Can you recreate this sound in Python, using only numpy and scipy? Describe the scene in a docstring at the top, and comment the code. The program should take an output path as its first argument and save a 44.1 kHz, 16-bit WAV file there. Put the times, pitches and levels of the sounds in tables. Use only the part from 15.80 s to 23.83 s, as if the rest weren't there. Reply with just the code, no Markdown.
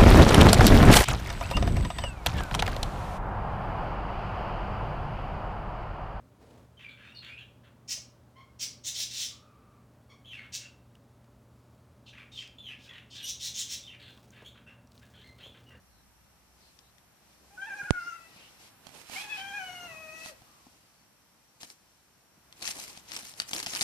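"""A cat meows twice, hoarse and wavering, on a concrete path beside a house wall that echoes it.
Its vocal folds make a tone with puffs of breath, and its mouth shapes the vowel.
Close by, something like a thin bag rustles and snaps as its creases give way. Soft bumps touch the
camera, and one sharp pop hits the right microphone port (the opening that lets sound in).
Behind it all the air hisses, far traffic hums, and an insect and far birds sing faintly."""
import sys
import numpy as np
from scipy import signal
from scipy.fft import rfft, irfft, next_fast_len
from scipy.io import wavfile
from scipy.ndimage import uniform_filter1d, map_coordinates

SR = 44100
rng = np.random.default_rng(int(sys.argv[2]) if len(sys.argv) > 2 else 0)


def transcribe(signal):
    """Save signal, clipped to [-1, 1], as a 16-bit WAV file at the path in sys.argv[1]."""
    frames = np.atleast_2d(signal).T
    limited = np.clip(frames, -1, 1)
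    pcm = np.round(limited * 32767).astype(np.int16)
    wavfile.write(sys.argv[1], SR, pcm)


N = 354123


def cat():
    """Two meows, each a chain of short notes that ends lower, with the mouth nearly shut."""
    # start/s, first pitch/Hz, last pitch/Hz, level/dB, mouth open/0-1, hoarseness/0-1,
    # boosts of partials 2, 3 and 4/dB, boost of the upper partials/dB
    first_notes = [(1.7, 791.1, 827.8, -62.5, 0.03, .4, -3, -3, -20, -30),
                   (1.772, 744.3, 768, -43.5, 1, 0.35, -.5, -12, -20.5, -41),
                   (1.81, 768.8, 814, -40.5, 0.99, 0.4, -.5, -1.5, 12.5, -24),
                   (1.865, 875, 889.6, -35.5, 1, .55, -.5, -1.5, -3.5, -35.5),
                   (1.893, 797.5, 801.5, -39.5, 1, .6, -.5, -3, -2, -29),
                   (1.945, 844.5, 840.7, -42.5, 1, 0.55, -.5, -9, -6, -31.5),
                   (1.968, 818.2, 812.8, -39, 0.94, 0.52, -.5, -1.5, -8.5, -22.5),
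                   (2.018, 725.2, 729.7, -41, 1, 0.57, -.5, -12, -7, -26),
                   (2.042, 787.2, 831.2, -40, 1, 0.4, -.5, -1.5, -8, -32.5),
                   (2.075, 757, 728, -40.5, 0.84, 0.7, -.5, -12, -3, -35),
                   (2.1, 735, 740, -56, 0.9, 0.9, -.5, -3, -3, -35),
                   (2.127, 735, 702, -38.5, 1, 0.43, -.5, -1.5, -9, -38),
                   (2.195, 680.5, 705.1, -40, 0.92, 0.35, -.5, -1.5, 0, -33.5),
                   (2.302, 677.5, 680.8, -42.5, .9, 0.4, -.5, -3, 0, -41),
                   (2.372, 660, 655, -61, 0.19, .5, -8, -1.5, 0, -30),
                   (2.395, 650, 664, -59, .2, .4, -7, -1.5, 3.5, -28.5),
                   (2.48, 665.4, 630.2, -64.5, 0.08, 0.4, -8, -1.5, -1.5, -30)]
    second_notes = [(3.352, 715, 790, -39, 1, .75, -12, -.5, -10, -20),
                    (3.392, 800, 835, -46, 1, 0.89, -6, -3, -4, -18),
                    (3.428, 875, 850, -48.5, 0.58, 0.72, -3, -1.5, -3, -21),
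                    (3.462, 840, 820, -54, 0.58, 0.8, -3, -3, -3, -21),
                    (3.49, 861.3, 833.2, -42, 1, 0.563, -1.5, -.5, -5.5, -23.5),
                    (3.568, 766.1, 784.2, -43.5, 0.634, .55, -1.5, -4, 3.5, -24),
                    (3.628, 796.4, 779.9, -44.5, 0.383, .5, -3, -1.5, 2, -16.5),
                    (3.73, 811.6, 820.7, -41, 0.234, .45, 1.5, -1.5, -8, -16),
                    (3.79, 774.5, 746.9, -45.5, 0.266, .45, -.5, -4, 3, -12),
                    (3.85, 745.5, 726.4, -44.5, 0.39, .45, -5, -3, 4, -15),
                    (3.91, 735, 710, -47, 0.18, .5, -4, -4, 3.5, -13),
                    (3.99, 708, 696, -47, 0.18, .4, -2.5, -5, 0, -13),
                    (4.075, 670, 628.8, -51, 0.223, 0.4, -8, -.5, 2, -13),
                    (4.15, 636, 628.8, -52, 0.158, 0.3, -4, -3, 1.5, -15),
                    (4.31, 632.5, 649.8, -52, .2, 0.3, -5, -2.5, 2.5, -10.5),
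                    (4.46, 640, 628, -52, 0.023, 0.3, -6, -.5, -4.5, -17.5),
                    (4.503, 600, 490, -57, 0.029, 0.35, -15, -15, -12, -17.5)]
    # how the mouth shapes the four lowest partials: f/Hz, gain when open/dB, gain when nearly shut/dB
    first_vowel = [(703, -29.5, -11), (835.6, -14, 2.5), (1350, -1, -2.5), (1613, 1, -8.5), (2090, -18, -3),
                   (2480, -13, -12), (2752, -20, 3), (3280, -31, -19.5)]
    second_vowel = [(613, -15, 0), (828, -13.5, -2.5), (1285, -10.5, -5.5), (1562, -10, 4),
                    (1875, -6, -3.5), (2310, 1, -9), (2577, 0.5, -1.5), (3120, -0.5, -10),
                    (3510, -8.5, -18.5)]
    # one row a meow: end/s, first left over right/dB, last left over right/dB
    endings = [(2.55, -0.5, 8), (4.539, 3, 4.6)]
    return meow(first_notes, first_vowel, endings[0]) + meow(second_notes, second_vowel, endings[1])


def meow(notes, vowel, ending):
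    """Vocal folds make partials (tones at multiples of the pitch) and puffs of breath."""
    # tone colour of the upper partials and of the breath: f/Hz, level/dB
    upper_colour = [(3200, -14), (3700, -12), (4200, -6), (5000, -20), (5700, -4), (6400, -4), (7200, -18),
                    (9000, -28)]
    breath_colour = [(300, -39), (800, -14), (1150, -4), (1600, 16), (2700, 3), (4000, -17), (6000, -16.5),
                     (10000, -20), (14800, -22.5)]
    glide_s, break_s, break_db = 0.014, 0.008, -7  # notes blend, with a brief dip at each break
    end_s, *pans_db = ending
    start, first_hz, last_hz, *held = np.transpose(notes)
    first = round(start[0] * SR)
    t = np.arange(first, round(end_s * SR)) / SR
    note = np.clip(np.searchsorted(start, t) - 1, 0, None)
    since = t - start[note]
    pitch = first_hz[note] + (last_hz - first_hz)[note] * since / np.diff(start, append=end_s)[note]
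    pitch = uniform_filter1d(pitch, size=200)
    level_db, mouth, hoarse, *boosts_db, upper_db = [
        uniform_filter1d(column[note], round(glide_s * SR), mode="nearest") for column in held]
    level_db = level_db + uniform_filter1d(break_db * np.exp(-since / break_s), size=200)
    # the pitch jitters in small random steps, 43 a second, making the meow sound rough
    jitter = uniform_filter1d(rng.standard_normal(200)[((t - t[0]) * 43).astype(int)], size=60)
    shake = hoarse * (0.01209 * jitter + 0.016 * wobble(89.91, t))
    phase = 2 * np.pi * np.cumsum(pitch * (1 + shake)) / SR
    wide, shut = np.array(vowel)[:, [0, 1]], np.array(vowel)[:, [0, 2]]
    low_db = [level_db + mouth * along(wide, k * pitch) + (1 - mouth) * along(shut, k * pitch) + boost
              for k, boost in enumerate([0, *boosts_db], 1)]
    high_db = [level_db + upper_db + along(upper_colour, k * pitch) for k in range(5, 11)]
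    voice = np.zeros((2, len(t)))
    for k, db in enumerate(low_db + high_db, 1):
        rasp = 3.77 * wobble(60.13, t) + 3.5 * wobble(170, t)
        fading = 1.3 * wobble(22, t)  # each partial comes and goes on its own
        for side in range(2):  # paths off wall and ground shift it differently at the two ports
            drift = uniform_filter1d(0.35 * np.sqrt(k) * wobble(24.95, t), size=16)
            flutter = uniform_filter1d(hoarse * (rasp + 3.3 * wobble(40.08, t)) + fading, size=16)
            voice[side] += np.sqrt(2) * amp(db + flutter) * np.sin(k * phase + drift)
    effort = np.sqrt(sum(amp(db) ** 2 for db in low_db))
    breath = coloured(white_noise(), breath_colour, alike=[(500, 0.65)])[:, :len(t)]
    puffs = breath * (1 + np.cos(phase))  # one each time the folds open
    fade = np.clip(np.minimum(t - t[0], t[-1] - t) / 0.0088, 0, 1)
    pan_db = np.linspace(*pans_db, len(t))
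    call = fade * (voice + amp(-13.5) * effort * hoarse * puffs) * amp([pan_db / 2, -pan_db / 2])
    return np.pad(call, ((0, 0), (first, N - first - len(t))))


def rustle():
    """The bag rustles: clumps of tiny creases give way over the noise of rubbing."""
    # three tone colours of the rustle: f/Hz, level/dB
    crisp_colour = [(500, -22.5), (900, -1), (1500, -1), (2500, 6), (4500, 0), (5500, -3), (7500, -32),
                    (9500, -25)]
    bright_colour = [(3820, -14), (6500, -3), (7550, -5), (12800, -11.5), (13600, -18), (14900, -34.5)]
    dull_colour = [(24, -27), (40, -17), (224, -3.5), (329, 1), (390, -3), (890, -4), (1200, -8.5),
                   (1560, -23), (2640, -120)]
    # where the rustling is: t/s, left over right/dB
    position = [(0, 0), (2.95, 0), (3.04, -9), (3.3, -9), (3.45, -9), (3.6, -3), (4.4, -2), (4.6, 0),
                (6.7, 1), (8.03, 1)]
    t = np.arange(N) / SR
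    crisp_db, bright_db, dull_db, crackle = handling(t)
    spikes = (rng.random(N) < .02) * amp(np.minimum(4 * rng.exponential(size=N), 9))
    creases = signal.lfilter([1], [1, -.97], spikes)  # each dies in about a millisecond
    clumps = amp(2.6 * crackle * wobble(110, t))
    grain = (1 + 1.1 * crackle * creases) / (1 + 1.1 * crackle) * clumps
    noise = np.sqrt(1 - crackle) * white_noise() + np.sqrt(crackle) * patchy_noise(depth_db=4)
    crisp = amp(crisp_db + 1.92) * coloured(noise, crisp_colour, alike=[(2000, 0.261)])
    bright = amp(bright_db + 2.5) * coloured(noise, bright_colour, alike=[(9000, 0.28)])
    dull_gain = amp(dull_db - 1 + 2.37 * wobble(30, t))
    dull = dull_gain * coloured(white_noise(), dull_colour, alike=[(300, 0.557)])
    pan_db, = curves(position, t)
    pan = amp([pan_db / 2, -pan_db / 2]) / np.sqrt(np.cosh(pan_db * np.log(10) / 20))  # same total power
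    return (left_first(grain * (crisp + bright), seconds=0.0002229) + dull) * pan


def handling(t):
    """Strokes swell and fade over faint stirring: crisp, bright and dull dB, and the share of crackle."""
    # start/s, end/s, 20 dB rise/s, 20 dB fall/s, crisp level/dB,
    # bright over crisp/dB, dull over crisp/dB, crackle/0-1
    strokes = [(0.807, .87, .12, .3, -71, -2.5, -2, 0.05), (1.522, 1.535, 0.44, 0.15, -70.5, -4, -0.5, 0),
               (1.98, 2.042, .5, 0.41, -65.5, 1.5, 7.5, 0), (2.22, 2.33, 0.31, 0.35, -66.5, -1, -4.5, 0.01),
               (2.57, 2.598, 0.22, 0.566, -61.5, -12.5, -6.5, 0.02),
               (2.801, 2.875, 0.02, 0.059, -62, -2.5, -3.5, 0),
               (3.053, 3.119, .05, 0.11, -62.5, -6, 0, 0.08),
               (3.147, 3.215, 0.0358, 0.0484, -56, -3.5, -1, 0.14),
               (3.313, 3.347, 0.0012, 0.134, -54.5, -5.5, -3, 0.28),
               (3.34, 3.41, 0.1024, 0.106, -44.5, -5.5, -14, 0.08),
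               (3.433, 3.535, 0.0661, 0.087, -55.5, -9, -7.5, 0.11),
               (3.563, 3.597, 0.1747, 0.091, -49, -10.5, -11, 0.17),
               (3.7, 3.85, .5, 1.393, -59.5, -4, -1, 0.04),
               (4.451, 4.497, 0.17, 0.0405, -53, -0.5, -4.5, 0.18),
               (5.806, 5.847, 0.0071, 0.033, -57, 1.5, -5.5, 0.45),
               (5.903, 5.914, 0.1172, 0.049, -64.5, 6.5, -0.5, 0.23),
               (6.823, 6.88, 0.055, .05, -50.5, 0.5, -5.5, 0.7),
               (6.866, 6.914, 0.0304, 0.0136, -45.5, 3.5, -12, 0.55),
               (6.934, 6.986, 0.051, 0.043, -54.5, 1.5, -1.5, 0.4),
               (7.001, 7.038, 0.06, 0.035, -50.5, 2, -2.5, 0.55),
               (7.052, 7.104, 0.0778, 0.046, -55, 1, -4.5, 0.44),
               (7.136, 7.185, 0.1471, .05, -59, -0.5, -3, 0.37),
               (7.316, 7.336, 0.0642, 0.045, -52.5, -1, -5.5, 0.59),
               (7.348, 7.383, 0.0486, 0.047, -48, 0, -3.5, 0.75),
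               (7.401, 7.506, 0.1365, 0.078, -56.5, 2.5, -5.5, 0.53),
               (7.591, 7.622, 0.0448, 0.0252, -53.5, 4.5, -3, 0.59),
               (7.689, 7.726, 0.0379, .05, -54, 3.5, -6, 0.58),
               (7.747, 7.804, 0.0342, 0.036, -46, 2, -1, 0.74),
               (7.83, 7.838, 0.01, 0.036, -47, 0.5, -1.5, 0.52),
               (7.866, 7.939, 0.0034, 0.056, -48, 0.5, -5.5, 0.43),
               (7.936, 7.99, 0.0246, 0.062, -43.5, 0, -6.5, 0.95),
               (8.011, 8.03, 0.027, .1, -41, 1.5, -5.5, 0.82)]
    # faint rustle between strokes: t/s, crisp level/dB
    stirring = [(0, -78), (.6, -77), (1, -75), (1.4, -79.5), (1.8, -69), (2.7, -68.5), (2.95, -75.5),
                (3.5, -68), (4.4, -66.5), (4.56, -73.5), (4.9, -71), (5.3, -77.5), (6.1, -74), (6.5, -76.5),
                (6.75, -74), (7.25, -69.5), (8.03, -69)]
    stir_bright_db, stir_dull_db = 0.16, -1.5  # over crisp
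    power = amp(curves(stirring, t)[0] + np.array([[0], [stir_bright_db], [stir_dull_db]])) ** 2
    crackle_power = np.zeros(len(t))
    for start, end, rise_s, fall_s, db, bright_db, dull_db, crackle in strokes:
        drop_db = 20 * np.maximum(0, np.maximum((start - t) / rise_s, (t - end) / fall_s))
        swell = amp(db - drop_db) ** 2
        power += swell * amp([[0], [bright_db], [dull_db]]) ** 2
        crackle_power += swell * np.clip(crackle, 0, 1)
    return *(10 * np.log10(power)), crackle_power / power[0]


def patchy_noise(depth_db):
    """Noise that is louder in short random patches of time and pitch, as different creases give way."""
    spectra = signal.stft(white_noise(), nperseg=256)[2]
    patches = uniform_filter1d(rng.standard_normal(spectra.shape[1:]), size=9, axis=0)
    patches = uniform_filter1d(patches, size=4, axis=1)
    return unit(signal.istft(spectra * amp(depth_db * unit(patches)), nperseg=256)[1][:, :N])


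def snaps():
    """The thin film snaps: each time a noisy crack, a short ring and a low knock."""
    # t/s, level/dB, ring pitch/Hz, knock gain/dB, left over right/dB
    events = [(0.9896, -43.5, 5200, -34, 9.5), (1.1824, -48, 2020, -17.5, 7), (2.5623, -45, 2830, -9.5, -2),
              (3.0681, -40.5, 4130, -11.5, -25), (3.0909, -47, 2450, -7.5, -17.5),
              (3.2144, -42, 2340, -16, -14.5), (3.2973, -37.5, 6300, -8, -15), (4.4595, -27, 1350, -17, -4),
              (4.6192, -48, 2050, -5, -2), (4.8673, -52.5, 5700, -1, 3.5), (5.8118, -39.5, 3970, -20.5, 4),
              (5.8316, -28.5, 5450, -17.5, 3), (5.901, -34, 4960, -27, -4),
              (6.7255, -36.5, 3560, -27.5, 0.5), (6.8237, -26.5, 3560, -19.5, 0),
              (6.8532, -24, 2870, -46.5, 8), (6.876, -19, 5124, -31, 8), (6.866, -29, 5500, -28.5, 5),
              (6.8896, -23.5, 6560, -21.5, 4), (6.905, -31, 6000, -20.5, -1.5),
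              (6.921, -33.5, 4000, -18, 2), (6.9895, -32.5, 3560, -13, 0.5),
              (7.1742, -28.5, 5580, -18.5, 1.5), (7.3183, -26.5, 5420, -29.5, 8.5),
              (7.3528, -29.5, 2950, -36, 5), (7.3644, -19.5, 5700, -31.5, -4),
              (7.431, -34, 5900, -15.5, -3), (7.4603, -37, 5800, -19, -2.5), (7.5381, -38, 5470, -25, 8),
              (7.6, -13.5, 4630, -31, 1), (7.619, -24.5, 3130, -23.5, -2), (7.7128, -31, 3870, -15, 2.5),
              (7.7328, -15, 3210, -23, 0), (7.7569, -28, 4300, -23, -1), (7.7629, -20.5, 5300, -23.5, 2.5),
              (7.78, -32.5, 5500, -24.5, 1.5), (7.792, -27.5, 5800, -31, -0.5),
              (7.8009, -21.5, 2030, -23.5, 4), (7.828, -21.5, 5080, -25.5, -0.5),
              (7.862, -18.5, 5490, -39, -4.5), (7.8675, -24, 5100, -16, 6), (7.9346, -22, 3140, -22, -0.5),
              (7.9461, -35, 4850, -22, 1), (7.9503, -22, 4880, -31, 8.5), (7.9599, -20.5, 5037, -38.5, -13),
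              (8.0105, -12.5, 4010, -30.5, 2.5), (8.016, -14, 4710, -20.5, -1)]
    cracks, knocks = np.zeros((2, 2, N + SR))
    t = np.arange(SR // 20) / SR
    swell = 1 - np.exp(-t / .0005)
    knock = dying_tone(t, hz=750, fade_s=0.0109) + 0.53 * dying_tone(t, hz=240, fade_s=0.0156)
    for start, db, hz, knock_db, pan_db in events:
        noise = rng.standard_normal((2, len(t)))
        crack = (noise + 0.964 * noise[0]) * (decay(t, 0.01308) + 0.05 * decay(t, 0.0327))
        ring = dying_tone(t, hz, fade_s=.005)
        gain = swell * amp(db + np.array([[pan_db], [-pan_db]]) / 2)
        cracks[:, round(start * SR):][:, :len(t)] += gain * (0.949 * crack + 1.9 * ring)
        knocks[:, round(start * SR):][:, :len(t)] += gain * amp(knock_db + 10) * knock

    def film(f):
        """Thin film gives no bass and a broad peak in the treble."""
        bass_cut = (1j * f / (1500 + 1j * f)) ** 2
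        return bass_cut * resonance(f, hz=6500, loss=1.1) / (1 + 1j * f / 9500) ** 2

    cracks = filtered(cracks[:, :N], film) * amp([[-1], [.5]])
    return left_first(cracks + knocks[:, :N], seconds=0.0002044)


def pop():
    """A sudden pressure step hits the right port and drains away."""
    # t/s, peak/dB, the port's bass cutoff/Hz, damping/0-1
    hit = (2.1075, .4, 97, .62)
    start, db, hz, damping = hit
    t = np.arange(N) / SR - start
    angle = 2 * np.pi * hz * np.maximum(t, 0)
    rate = np.sqrt(1 - damping ** 2)
    step = np.exp(-damping * angle) * (np.cos(rate * angle) - damping / rate * np.sin(rate * angle))
    slow_push = .09 * np.exp(-angle / 6) * np.sin(angle / 5)

    def port(f):
        """The port resonates, loses the highest treble and leaks slowly."""
        leak = 1j * f / (18 + 1j * f)
        return resonance(f, hz=8000, loss=1.05) / (1 + (f / 10300) ** 24) * leak

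    pulse = filtered((t >= 0) * (step + slow_push), port)
    return pulse / pulse.max() * amp([[db - 60], [db]])


def bumps():
    """Each soft bump on the camera is a low swing that dies quickly."""
    # t/s, level/dB, f/Hz
    touches = [(2.030, -45, 150), (2.561, -52, 156), (4.615, -54, 120), (4.867, -51, 253),
               (5.849, -55, 226), (6.576, -53, 207), (7.365, -49, 258), (7.752, -42, 331),
               (7.939, -50, 285)]
    out, t = np.zeros(N + SR), np.arange(SR // 10) / SR
    swell = 1 - np.exp(-t / .003)
    for start, db, hz in touches:
        out[round(start * SR):][:len(t)] += amp(db + 6) * swell * dying_tone(t, hz, fade_s=.04)
    return out[:N]


def wall_echo(x, db):
    """The house wall and path throw sound back; each frequency dies at its own speed."""
    # f/Hz, time to fade by 60 dB/s
    fade_times = [(200, 0.283), (2000, 0.338), (10000, .08)]
    hz, t, spectra = signal.stft(rng.standard_normal((2, SR // 3)), SR, nperseg=256)
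    tail = signal.istft(spectra * decay(t, along(fade_times, hz)[:, None]), SR, nperseg=256)[1]
    return amp(db) * signal.fftconvolve(x, tail / np.linalg.norm(tail[0]), axes=1)[:, :N]


def air_and_traffic():
    """The air hisses and far traffic hums, both slowly rising and falling."""
    # tone colours: f/Hz, level/dB
    hiss_colour = [(25, -19.5), (45, -27.5), (110, -2.5), (200, -5), (400, -12.5), (800, -9), (1500, -12.5),
                   (2800, -19), (5000, -24.5), (8000, -23.5), (13000, -19), (14900, -27.5)]
    hum_colour = [(22, -22), (45, -16), (57, -4), (64, 0.5), (72, -8), (90, -10), (120, -18), (185, -22),
                  (199, -8), (215, -24)]
    # t/s, hiss level/dB, hum level/dB
    levels = [(0, -65.5, -68), (1, -65.5, -70), (1.7, -65, -71.5), (3, -61, -74.5), (4, -55, -68.5),
              (5, -66.5, -79), (6.5, -66.5, -79.5), (7, -61, -70.5), (8.03, -59.5, -72.5)]
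    # how alike the hiss is on both sides: f/Hz, likeness/-1 to 1
    hiss_alike = [(60, 0.57), (180, 0.784), (550, 0.284), (1650, 0.703), (4970, -0.52), (15000, -0.03)]
    t = np.arange(N) / SR
    hiss_db, hum_db = curves(levels, t)
    hiss = amp(hiss_db + 0.41 * wobble(2.438, t)) * coloured(white_noise(), hiss_colour, hiss_alike)
    hum = amp(hum_db + 1.5 * wobble(1.445, t)) * coloured(white_noise(), hum_colour, alike=[(60, 0.71)])
    return hiss + hum


def insect():
    """An insect sings: a thin, high band of noise whose level flickers."""
    # f/Hz, width/Hz, level/dB
    pitch_band = (5660, 80, -78)
    hz, width, db = pitch_band
    song = filtered(white_noise(), lambda f: np.exp(-((f - hz) / width) ** 2))
    return amp(db + 1.5 * wobble(12, np.arange(N) / SR)) * unit(song)


def far_birds():
    """Each faint call is a sliding tone, blurred by random scatter of its pitch."""
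    # start/s, end/s, first pitch/Hz, last pitch/Hz, blur/Hz, level/dB
    calls = [(.08, .25, 4400, 3790, 250, -71.5), (.8, 0.926, 4438, 4285, 400, -63.5),
             (1.029, 1.118, 3700, 4096, 200, -68.5), (2.18, 2.359, 4784, 6200, 699, -55),
             (2.56, 2.702, 2500, 3002, 348, -54.5), (4.08, 4.229, 1148, 1080, 59.91, -54),
             (4.631, 4.897, 1257, 1047, 95, -63.5), (5.0, 5.122, 4870, 4850, 40, -74),
             (5.1, 5.261, 4600, 4510, 90, -73)]
    out = np.zeros((2, N))
    for start, end, first_hz, last_hz, blur_hz, db in calls:
        scatter = unit(uniform_filter1d(rng.standard_normal((2, SR // 2)), size=40))
        progress = np.linspace(0, 1, round((end - start) * SR))
        hz = first_hz + (last_hz - first_hz) * progress + blur_hz * scatter[:, :len(progress)]
        swell = np.sqrt(np.sin(np.pi * progress).clip(0))
        tone = np.sin(2 * np.pi * np.cumsum(hz, axis=1) / SR)
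        out[:, round(start * SR):][:, :len(progress)] += amp(db) * swell * tone
    return out


def amp(db):
    """Turn decibels into a gain to multiply by."""
    return 10 ** (np.asarray(db) / 20)


def unit(x):
    """Scale x to an average power of 1."""
    return x / np.sqrt(np.mean(x ** 2) + 1e-20)


def white_noise():
    """Separate noise for left and right."""
    return rng.standard_normal((2, N))


def decay(t, fade_s):
    """A gain that falls 60 dB in fade_s seconds."""
    return amp(-60 * t / fade_s)


def dying_tone(t, hz, fade_s):
    """A pure tone that fades away."""
    return np.sin(2 * np.pi * hz * t) * decay(t, fade_s)


def resonance(f, hz, loss):
    """A filter that peaks near hz and falls above it; more loss flattens the peak."""
    return 1 / (1 - (f / hz) ** 2 + 1j * loss * f / hz)


def along(points, hz):
    """Read between (f/Hz, value) points on a logarithmic frequency scale."""
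    f, values = np.transpose(points)
    return np.interp(np.log(hz + 1), np.log(f + 1), values)


def curves(rows, t):
    """Turn each column after the first (time) into a curve over t."""
    times, *columns = np.transpose(rows)
    return [np.interp(t, times, column) for column in columns]


def wobble(rate, t):
    """A smooth curve through random points, rate of them a second."""
    points = rng.standard_normal(2000)
    return map_coordinates(points, [(t[::8] - t[0]) * rate], mode="wrap").repeat(8)[:len(t)]


def filtered(x, response):
    """Multiply each frequency f in x by response(f)."""
    size = next_fast_len(N + SR // 2)
    return irfft(rfft(x, size) * response(np.fft.rfftfreq(size, 1 / SR)), size)[..., :N]


def coloured(pair, colour, alike):
    """Give two noises a tone colour and a left-right likeness (f/Hz, likeness), at power 1."""
    def response(hz):
        angle = np.arccos(np.clip(along(alike, hz), -1, 1)) / 2
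        outside = (hz < colour[0][0]) | (hz > colour[-1][0])
        return np.where(outside, 0, amp(along(colour, hz))) * [np.cos(angle), np.sin(angle)]

    mid, side = filtered(pair, response)
    return unit(np.array([mid + side, mid - side]))


def left_first(pair, seconds):
    """The sound reaches the left side this much before the right."""
    return filtered(pair, lambda hz: np.exp(1j * np.pi * hz * seconds * np.array([[1], [-1]])))


def scene():
    """Add up all the sources; only the meows and snaps echo."""
    meows, cracks = cat(), snaps()
    echoing = meows + wall_echo(meows, db=-9.5) + cracks + wall_echo(cracks, db=-13.5)
    return echoing + rustle() + bumps() + pop() + air_and_traffic() + insect() + far_birds()


def record(dry):
    """Each microphone port has its own tone colour, and the camera cuts off the highest treble."""
    # f/Hz, left over right/dB
    port_balance = [(60, 1.0), (99, 0.5), (160, 1.5), (270, 1.5), (450, 1.0), (740, 0.0), (1220, 0.5),
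                    (2010, 0.5), (3330, 1.0), (5500, 4.5), (9080, -4.5), (15000, -5.0)]
    top_hz = 14750
    return filtered(dry, lambda hz: amp(along(port_balance, hz) * [[.5], [-.5]]) * (hz < top_hz))


dry = scene()
out = record(dry)
transcribe(out)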